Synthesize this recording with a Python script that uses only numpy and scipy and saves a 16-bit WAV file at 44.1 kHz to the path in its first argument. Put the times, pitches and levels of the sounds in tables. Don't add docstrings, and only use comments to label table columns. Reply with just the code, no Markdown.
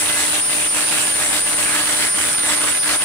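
import sys
import numpy as np
from scipy import signal
from scipy.fft import rfft, irfft, next_fast_len
from scipy.io import wavfile
from scipy.ndimage import uniform_filter1d, map_coordinates

SR = 44100
rng = np.random.default_rng(int(sys.argv[2]) if len(sys.argv) > 2 else 0)


def waveform_to_disk(signal):
    frames = np.transpose(np.atleast_2d(signal))
    scaled = np.clip(frames, -1, 1) * 32767
    samples = np.round(scaled).astype(np.int16)
    wavfile.write(sys.argv[1], SR, samples)


def voltage_ratio(level):
    return 10 ** (np.asarray(level, float) / 20)


N = 134064
t = np.arange(N) / SR


def unit(x):
    return x / np.sqrt(np.mean(abs(x) ** 2) + 1e-20)


def along(points, hz):
    f, v = np.transpose(points)
    return np.interp(np.log(hz + 1), np.log(f + 1), v)


def curve(rows, column=1):
    columns = np.transpose(rows)
    return np.interp(t, columns[0], columns[column])


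def wobble(rate):
    return map_coordinates(rng.standard_normal(400), [t * rate], mode="wrap")


def bump(centre_s, half_width_ms):
    return np.exp(-0.5 * ((t - centre_s) * 1000 / half_width_ms) ** 2)


def filtered(x, response):
    m = next_fast_len(N + 8192)
    return irfft(rfft(x, m) * response(np.fft.rfftfreq(m, 1 / SR)), m)[..., :N]


# (f/Hz, likeness 0-1)
PORT_LIKENESS = [(60, 0.2), (130, 0), (300, 1), (1400, 1), (4000, 0.31), (9000, 0.21), (15000, 0)]


def rush(gain, patchy_db):
    z = signal.stft(rng.standard_normal((2, N)), nperseg=512)[2]
    field = uniform_filter1d(rng.standard_normal(z.shape[1:]), size=5, axis=0)
    field = uniform_filter1d(field, size=12, axis=1)
    pair = signal.istft(z * voltage_ratio(patchy_db * unit(field)), nperseg=512)[1][:, :N]

    def mid_side(hz):
        angle = np.arccos(np.clip(along(PORT_LIKENESS, hz), -1, 1)) / 2
        return gain(hz) * [np.cos(angle), np.sin(angle)]

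    def lag(hz):
        lag_s = 1e-4
        return np.exp(1j * np.pi * hz * lag_s * np.array([[1], [-1]]))

    mid, side = filtered(pair, mid_side)
    return unit(filtered(np.array([mid + side, mid - side]), lag))


# (f/Hz, level/dB per Hz)
HISS_SPECTRUM = [(6000, -23), (7300, 2), (8300, 3.5), (9400, 4), (10100, 1), (12300, -8.5), (15700, -13)]


def hiss():
    spectrum = [(2000, -90)] + HISS_SPECTRUM
    return voltage_ratio(-31.5 + 0.2 * wobble(5.16)) * rush(lambda hz: voltage_ratio(along(spectrum, hz)), patchy_db=2)


# (f/Hz, level/dB per Hz)
ROAR_SPECTRUM = [(25, -6), (150, -62.5), (450, -16), (900, 1.5), (2600, 4.5), (3600, 4), (6300, -1),
                 (7000, -6.5)]


def fan_roar():
    spectrum = ROAR_SPECTRUM + [(9000, -44)]
    roar = rush(lambda hz: voltage_ratio(along(spectrum, hz)), patchy_db=2.5)
    return voltage_ratio(-31 + 0.31 * wobble(3.24)) * roar * voltage_ratio([[-1], [1]])


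# (t/s, centre f/Hz, level/dB)
CASING_WALK = [
    (0, 2800, -43),
    (1, 2650, -37),
    (1.4, 1860, -45.5),
    (2.2, 1730, -38),
    (3.04, 1620, -37.5),
]


def casing():
    centre_hz, band = curve(CASING_WALK), 0
    for panel_hz in (1400, 2000, 2700):
        nearness = np.exp(-((centre_hz - panel_hz) / 550) ** 2)
        band = band + nearness * rush(lambda hz: 1 / (1 + ((hz - panel_hz) / 260) ** 2), patchy_db=-0.5)
    return voltage_ratio(curve(CASING_WALK, column=2)) * band


# (multiple of the lobe rate, level/dB rms)
LOBE_TONES = [(1, -44), (2, -45.5), (3, -51.5), (5, -51.5), (7, -63)]


def lobes():
    lobe_hz, total = 301.7, 0
    for multiple, db in LOBE_TONES:
        ports = []
        for side_db in (-0.7, 0.7):
            level = voltage_ratio(db + 2 + side_db + 1.6 * wobble(8))
            ports.append(level * np.sin(2 * np.pi * multiple * lobe_hz * t + 0.083 * wobble(4.94)))
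        total = total + np.array(ports)
    return total


PART_HZ = [1688, 2036, 7687, 7750, 8872, 9000, 9290, 9373, 9524, 9705, 12212, 15375]
# (width f/Hz, level/dB)
PART_RINGING = [(51, -39), (12.2, -41.5), (11.8, -36.5), (36, -38), (55, -42.5), (70.4, -41.5),
                (122, -35.5), (46.3, -34.5), (17.4, -46.5), (64.6, -35), (12, -63), (18.2, -50.5)]


def whistles():
    def resonances(f):
        total = 0
        for hz, (width, db) in zip(PART_HZ, PART_RINGING):
            total = total + voltage_ratio(db) / np.sqrt(width) / (1 + (2 * (f - hz) / width) ** 2)
        return total

    return voltage_ratio(-30) * rush(resonances, patchy_db=4.5)


# (t/s, half width/ms, part number in PART_HZ, level/dB)
PART_FLARES = [(.07, 35, 9, -30), (.15, 30, 7, -30), (.2, 30, 2, -30), (.3, 50, 7, -30), (.39, 30, 9, -30),
               (.97, 30, 9, -31), (1.28, 40, 9, -34), (1.85, 35, 8, -28), (1.95, 30, 8, -30),
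               (2.07, 25, 9, -28), (2.53, 30, 7, -32)]


def flares():
    waver = 0.85 * np.array([wobble(30), wobble(30)])
    total = 0
    for s, ms, part, db in PART_FLARES:
        total = total + voltage_ratio(db) * bump(s, ms) * np.sin(2 * np.pi * PART_HZ[part] * t + waver)
    return voltage_ratio(-1) * total


# (t/s, half width/ms, peak level/dB)
LEFT_SWELLS = [(0.045, 18, -34.8), (0.127, 27, -26.8), (0.289, 38, -31.0), (0.422, 18, -15.9),
               (0.478, 17, -18.6), (0.696, 12, -19.8), (0.703, 87, -26.4), (0.882, 32, -19.5),
               (1.084, 79, -25.8), (1.293, 18, -35.3), (1.442, 33, -23.4), (1.56, 14, -23.5),
               (1.68, 40, -22.0), (1.739, 10, -23.7), (1.842, 19, -28.3), (1.979, 27, -26.2),
               (2.139, 42, -20.2), (2.354, 14, -22.7), (2.356, 86, -24.5), (2.454, 23, -22.5),
               (2.583, 19, -18.1), (2.658, 24, -26.0), (2.74, 18, -19.3), (2.818, 32, -15.5),
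               (2.978, 17, -20.4), (3.039, 30, -28.0)]
# (t/s, half width/ms, peak level/dB)
RIGHT_SWELLS = [(-0.104, 90, -22.2), (0.144, 24, -22.9), (0.27, 37, -27.6), (0.454, 39, -16.2),
                (0.567, 16, -22.5), (0.651, 67, -22.9), (0.715, 20, -20.8), (0.862, 36, -28.1),
                (1.062, 63, -28.6), (1.166, 27, -20.7), (1.303, 34, -24.3), (1.428, 22, -19.4),
                (1.517, 62, -21.7), (1.681, 35, -24.4), (1.839, 14, -28.6), (1.941, 61, -35.4),
                (1.982, 15, -25.0), (2.115, 24, -13.8), (2.303, 84, -33.4), (2.407, 41, -24.2),
                (2.59, 35, -26.8), (2.738, 20, -29.5), (2.815, 22, -20.4), (2.819, 97, -35.3),
                (2.983, 19, -20.1), (3.086, 26, -14.4)]
# (t/s, phase/rad)
LEFT_LEAD = [(0, 1.7), (.6, 1.15), (1.1, 0.23), (1.65, 1.34), (2.2, 0.5), (3.04, -1.83)]


def whine():
    whine_hz, rest_db, middle_db, contrast = 9198, -33.5, -24, 1.357
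    phase = 2 * np.pi * whine_hz * t + 1.093 * wobble(14)
    ports = []
    for swells, half in ((LEFT_SWELLS, 0.5), (RIGHT_SWELLS, -0.5)):
        swell = voltage_ratio(rest_db) + sum(voltage_ratio(db) * bump(s, ms) for s, ms, db in swells)
        level = (swell / voltage_ratio(middle_db)) ** contrast * voltage_ratio(2.1 * wobble(60))
        ports.append(level * np.sin(phase + half * curve(LEFT_LEAD) + 0.2 * wobble(17)))
    return voltage_ratio(-25) * np.array(ports)


def scene():
    return hiss() + fan_roar() + casing() + lobes() + whistles() + flares() + whine()


def low_pass(x):
    return signal.sosfilt(signal.butter(12, 15750, fs=SR, output="sos"), x)


def record(dry):
    port_hz, port_width_hz, treble_hz = 9507, 1350, 2650
    bass_hz, top_hz = 73, 15750
    ceiling_db, lopsided, hardness, out_db = -19.5, 0.017, 1.72, 18.5

    def lift(hz):
        port = 1 + 1 / (1 + (2 * (hz - port_hz) / port_width_hz) ** 2)
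        return np.hypot(1, hz / treble_hz) * port

    def equaliser(hz):
        band = hz / np.hypot(hz, bass_hz) * (hz < top_hz)
        return voltage_ratio(ceiling_db + out_db) / lift(hz) * band

    x = signal.resample_poly(filtered(dry, lift), up=2, down=1, axis=1) / voltage_ratio(ceiling_db) + lopsided
    x = x / (1 + abs(x) ** hardness) ** (1 / hardness)
    x = signal.resample_poly(x, up=1, down=2, axis=1)
    x = filtered(x - x.mean(axis=1, keepdims=True), equaliser)
    return low_pass(x)


dry = scene()
out = record(dry)
waveform_to_disk(out)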